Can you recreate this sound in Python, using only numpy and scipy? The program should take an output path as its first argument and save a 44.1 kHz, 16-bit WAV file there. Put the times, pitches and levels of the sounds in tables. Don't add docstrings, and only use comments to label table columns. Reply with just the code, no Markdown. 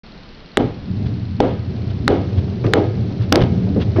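import sys
import numpy as np
from scipy import signal
from scipy.fft import rfft, irfft
from scipy.io import wavfile
from scipy.ndimage import uniform_filter1d

SR = 44100
rng = np.random.default_rng(int(sys.argv[2]) if len(sys.argv) > 2 else 0)


def waveform_to_disk(signal):
    frames = np.transpose(np.atleast_2d(signal))
    scaled = np.clip(frames, -1, 1) * 32767
    samples = np.round(scaled).astype(np.int16)
    wavfile.write(sys.argv[1], SR, samples)


N = 176400
T = np.arange(N) / SR


def from_db(db):
    return 10 ** (np.asarray(db) / 20)


def rms_one(x):
    return x / np.sqrt(np.mean(x ** 2) + 1e-20)


def level(rows):
    return from_db(np.interp(T, *np.transpose(rows)))


def noise(spectrum):
    hz, db = np.transpose(spectrum)
    f = np.arange(N // 2 + 1) * SR / N + 1e-3
    low_skirt = 1 + (.5 * hz[0] / f) ** 4
    high_skirt = 1 + (.5 * f / hz[-1]) ** 4
    colour = from_db(np.interp(np.log(f), np.log(hz), db)) / np.sqrt(low_skirt * high_skirt)
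    return rms_one(irfft(rfft(rng.standard_normal(N)) * colour, N))


def evened(x, span_s):
    power = uniform_filter1d(x * x, max(int(span_s * SR), 2))
    return x / np.sqrt(np.abs(power) + 1e-12)


def ring(s, hz, t60):
    out, start = np.zeros(N), int(s * SR)
    age = np.maximum(T[start:start + int(2 * t60 * SR)] - s, 0)
    out[start:start + len(age)] = np.sin(2 * np.pi * hz * age) * 1e-3 ** (age / t60)
    return out


def burst(s, attack_s, hold_s, t60):
    age = np.maximum(T - s, 0)
    decay = 1e-3 ** np.minimum(np.maximum(age - hold_s, 0) / t60, 4)
    return (1 - np.exp(-age / attack_s)) * decay


def swell(s, width_s):
    return np.exp(-.5 * np.minimum(((T - s) / width_s) ** 2, 100))


def resonating(modes, low_hz, high_hz):
    out = sum(from_db(db) * signal.lfilter(*signal.iirpeak(hz, hz / width, fs=SR), rng.standard_normal(N))
              for hz, width, db in modes)
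    band = signal.butter(2, [low_hz, high_hz], "band", fs=SR, output="sos")
    return evened(signal.sosfilt(band, out), span_s=0.11)


# [f/Hz, relative level/dB per Hz]
HISS_SPECTRUM = [(25, 2.5), (60, -1), (105, -9), (185, -2), (300, -10), (600, -14.5), (1000, -18.5),
                 (2500, -22), (4200, -23), (5500, -30.5), (6400, -45.5)]
HISS_DB, TICK_DB = -39.5, -37
TICK_START_S, TICK_PERIOD_S, TICK_LOWEST_HZ = .0638, .05667, 4185


def hiss():
    ticks = sum(ring(s, TICK_LOWEST_HZ * rng.uniform(1.0, 1.03), t60=0.012)
                for s in np.arange(TICK_START_S, T[-1], TICK_PERIOD_S))
    return from_db(HISS_DB) * noise(HISS_SPECTRUM) + from_db(TICK_DB) * ticks


SLATE_DB, FRAME_DB, MURMUR_DB = -0.5, -0.5, -1
# [f/Hz, width/Hz, relative level/dB]
SLATE_MODES = [(90.4, 7.6, -0.5), (112.8, 18.7, -3)]
# [f/Hz, width/Hz, relative level/dB]
FRAME_MODES = [(183, 15.6, 0), (206.6, 24, -7.5), (237.4, 16, -9), (290.4, 8.7, -6.5)]
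# [f/Hz, relative level/dB per Hz]
MURMUR_SPECTRUM = [(150, -8.5), (280, -5.5), (380, 5.5), (500, -6.5), (700, -9), (1000, -24), (2000, -29)]
# [t/s, level/dB]
DEEP_TRACK = [(0.55, -41), (0.57, -30), (0.65, -20.5), (0.77, -36.5), (0.98, -19.5), (1.26, -24),
              (2.32, -22), (2.37, -19), (2.6, -25.5), (2.66, -12.5), (2.7, -21.5), (3.02, -18),
              (3.16, -29.5), (3.2, -16), (3.38, -27), (3.4, -16.5), (3.69, -20.5), (4.0, -15.5)]
# [t/s, level/dB]
UPPER_TRACKS = [
    [(0.76, -35), (0.832, -35), (0.892, -24), (1.272, -30), (1.39, -27)],
    [(1.55, -27), (1.604, -33.5), (1.716, -27.5), (1.934, -31), (2.06, -23.5)],
    [(2.25, -27.5), (2.316, -27.5), (2.332, -32.5), (2.376, -24.5), (2.63, -27)],
    [(2.9, -31), (2.94, -36), (2.98, -22.5), (3.27, -28), (3.31, -21.5)],
    [(3.5, -21), (3.526, -19.5), (3.788, -17.5), (3.918, -32), (3.95, -24)],
]
# [t/s, level/dB]
MURMUR_TRACKS = [
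    [(0.75, -52), (1.038, -34.5), (1.39, -49.5)],
    [(1.62, -43.5), (1.7, -34.5), (2.06, -37)],
    [(2.3, -31.5), (2.624, -32.5), (2.63, -31)],
    [(2.98, -31.5), (3.304, -34), (3.31, -43)],
    [(3.55, -28), (3.756, -34.5), (3.95, -30)],
]


def rolling():
    slate = from_db(SLATE_DB) * level(DEEP_TRACK) * resonating(SLATE_MODES, low_hz=55.3, high_hz=168.5)
    frame_level = from_db(FRAME_DB) * level(np.vstack(UPPER_TRACKS))
    frame = frame_level * resonating(FRAME_MODES, low_hz=129, high_hz=335)
    murmur_level = from_db(MURMUR_DB) * level(np.vstack(MURMUR_TRACKS))
    murmur = murmur_level * evened(noise(MURMUR_SPECTRUM), span_s=0.066)
    after_first_shot = T > SHOT_EVENTS[0][0]
    return (slate + frame + murmur) * after_first_shot


# [middle t/s, width/s, rub level/dB, jog level/dB]
SCUFF_EVENTS = [(1.067, 0.0067, -38.5, -11), (1.908, 0.0069, -40.5, -14.5), (2.387, 0.0092, -37.5, -6.5),
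                (2.666, 0.0019, -28.5, -17), (3.224, 0.017, -40, -21.5), (3.408, 0.0017, -29, -15),
                (3.416, 0.0008, -21.5, -16), (3.422, 0.0027, -21.5, -7.5), (3.438, 0.0024, -30, -10),
                (3.819, 0.012, -32, -17.5)]
# [f/Hz, relative level/dB per Hz]
RUB_SPECTRUM = [(400, 0.5), (1400, 1), (2300, -3.5), (3400, 0.5), (4800, -9), (6000, -19.5)]
JOG_HZ = 99.1


def scuffs():
    rub = noise(RUB_SPECTRUM)
    out = np.zeros(N)
    for s, width, rub_db, jog_db in SCUFF_EVENTS:
        jog = np.cos(2 * np.pi * JOG_HZ * (T - s))
        out += from_db(rub_db) * rub * swell(s, width)
        out += from_db(jog_db) * jog * swell(s, 1.07 * width)
    return out


# [t/s, bump level/dB, click level/dB]
BUMP_EVENTS = [(2.64, -16, -29), (2.666, -19.5, -57), (3.570, -29, -63.5), (3.667, -23.5, -46),
               (3.761, -15, -42.5), (3.961, -16, -28.5), (3.984, -11, -42)]
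# [f/Hz, relative level/dB per Hz]
BUMP_SPECTRUM = [(70, -12), (180, -4.5), (380, 9), (600, -1.5), (1000, -24.5), (3000, -54.5)]
# [f/Hz, relative level/dB per Hz]
CLICK_SPECTRUM = [(400, -16), (900, 9.5), (2000, 1), (3500, -13), (6000, -20.5)]
BUMP_ATTACK_S, BUMP_T60_S = 0.0026, 0.24
CLICK_ATTACK_S, CLICK_T60_S = .0007, .2


def bumps():
    dull, click = evened(noise(BUMP_SPECTRUM), span_s=0.019), noise(CLICK_SPECTRUM)
    return sum(from_db(db) * dull * burst(s, BUMP_ATTACK_S, 0, BUMP_T60_S)
               + from_db(click_db) * click * burst(s, CLICK_ATTACK_S, 0, CLICK_T60_S)
               for s, db, click_db in BUMP_EVENTS)


# [t/s, level/dB, f/Hz]
BOOM_EVENTS = [(0.598, -9, 252.4), (0.640, -20, 175), (2.750, -10, 289), (2.800, -13, 404),
               (3.571, -11, 201.6)]
BOOM_ATTACK_S, BOOM_T60_S = 0.0021, 0.23


def booms():
    out = np.zeros(N)
    for s, db, hz in BOOM_EVENTS:
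        onset = 1 - np.exp(-np.maximum(T - s, 0) / BOOM_ATTACK_S)
        out += from_db(db) * ring(s, hz, BOOM_T60_S) * onset
    return out


# [f/Hz, relative level/dB per Hz]
ROOM_SPECTRUM = [(60, -10), (150, -17.5), (280, 3), (430, -1), (650, -8), (1100, -21), (2000, -30.5),
                 (3500, -32.5), (5500, -48.5)]
ROOM_DB = -13.5
ROOM_BUILD_S, ROOM_HOLD_S, ROOM_LOW_T60_S, ROOM_HIGH_T60_S = 0.017, 0.044, 0.37, 0.46


def room():
    wash = evened(noise(ROOM_SPECTRUM), span_s=0.037)
    high = signal.sosfiltfilt(signal.butter(2, 1000, "high", fs=SR, output="sos"), wash)
    low = wash - high
    out = np.zeros(N)
    for s, *_, room_db in SHOT_EVENTS:
        for band, t60 in ((low, ROOM_LOW_T60_S), (high, ROOM_HIGH_T60_S)):
            out += from_db(ROOM_DB + room_db) * band * burst(s, ROOM_BUILD_S, ROOM_HOLD_S, t60)
    return out


TIP_DB, TIP_T60_S = -13.5, 0.019


def tip_scratches():
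    grips = sum(burst(s, attack_s=0.00037, hold_s=0, t60=TIP_T60_S) for s, *_ in SHOT_EVENTS)
    return from_db(TIP_DB) * noise(RUB_SPECTRUM) * grips


# [t/s, body level/dB, body f/Hz, body width/s,
#                 edge level/dB, edge f/Hz, edge width/s, glassy ring level/dB]
CLACK_EVENTS = [(0.572, 1.5, 1620, 0.00027, 0.5, 3250, 0.00021, -34),
                (1.4043, -2.5, 755, 0.00097, -12, 1620, 0.00039, -21),
                (2.0795, 4.5, 1520, 0.00024, -4, 3950, 0.00029, -31),
                (2.7366, 6, 1600, 0.00028, -5.5, 3940, 0.00038, -26),
                (3.3252, 1, 1330, 0.00048, 5.5, 2950, 0.00018, 1),
                (3.3573, -3.5, 1580, 0.0002, -1, 3770, 0.00015, -10)]
GLASSY_HZ, GLASSY_T60_S = 4900, .004


def clacks():
    out = np.zeros(N)
    for s, db, hz, width, edge_db, edge_hz, edge_width, glassy_db in CLACK_EVENTS:
        out += from_db(db) * swell(s, width) * np.cos(2 * np.pi * hz * (T - s))
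        out += from_db(edge_db) * swell(s, edge_width) * np.sin(2 * np.pi * edge_hz * (T - s))
        out += from_db(glassy_db) * ring(s, GLASSY_HZ, GLASSY_T60_S)
    return out


# [t/s, thud level/dB, thud pitch ratio, rebound level/dB, room and ring level/dB]
SHOT_EVENTS = [(0.571, -5, 1.174, 0, -3), (1.402, -7, 0.63, -1, -1), (2.0774, -3, 0.77, -17, 1.5),
               (2.7348, -4.5, 1.227, -18, 1), (3.3224, -6.5, 0.86, -11, 4)]
# [f/Hz, relative level/dB, t60/s]
THUD_MODES = [(243, -12, 0.045), (349, -5.5, 0.078), (624, -3.5, 0.02)]
# [f/Hz, relative level/dB, t60/s]
RING_MODES = [(247, -30.5, 0.15), (291.6, -16.5, 0.31), (389, -43.5, 0.14), (494, -19.5, 0.48),
              (634, -34.5, 0.36), (660, -40, 0.75), (734, -28, 0.23), (804, -25.5, 0.44), (1250, -38, 0.71),
              (1346, -35, 0.17), (1630, -41, 0.64), (1954, -43, .35), (2164, -41.5, 0.71),
              (2980, -42.5, 0.33), (3700, -51, 0.3)]
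REBOUND_S, REBOUND_WIDTH_S = 0.00716, 0.00044
ECHO_S, ECHO_DB = 0.035, -5.5


def shots():
    out = np.zeros(N)
    for s, db, pitch, rebound_db, room_db in SHOT_EVENTS:
        thud = sum(from_db(db + mode_db) * ring(s, hz * pitch, t60) for hz, mode_db, t60 in THUD_MODES)
        echo = from_db(ECHO_DB) * np.interp(T - ECHO_S, T, thud)
        out -= thud + echo
        back = s + REBOUND_S
        push = swell(back, REBOUND_WIDTH_S) - .5 * swell(back, 2 * REBOUND_WIDTH_S)
        out += 2 * from_db(rebound_db) * push
        for hz, mode_db, t60 in RING_MODES:
            polarity = rng.choice([-1, 1])
            out += from_db(room_db + mode_db) * polarity * ring(s, hz * rng.uniform(1.0, 1.005), t60)
    return out


def scene():
    background = hiss() + rolling() + scuffs() + bumps() + booms() + room()
    return (background + tip_scratches() + clacks() + shots())[None]


START_S = 0.037
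MIC_TOP_HZ, CUTOFF_HZ = 6200, 17000
KNEE_SHARPNESS = 8


def record(dry):
    opening = np.clip((T - START_S) / .004 + 1, 0, 1)
    narrow = signal.sosfilt(signal.butter(22, MIC_TOP_HZ, fs=SR, output="sos"), dry * opening)
    squashed = narrow / (1 + np.abs(narrow) ** KNEE_SHARPNESS) ** (1 / KNEE_SHARPNESS)
    return signal.sosfilt(signal.butter(12, CUTOFF_HZ, fs=SR, output="sos"), squashed)


dry = scene()
out = record(dry)
waveform_to_disk(out)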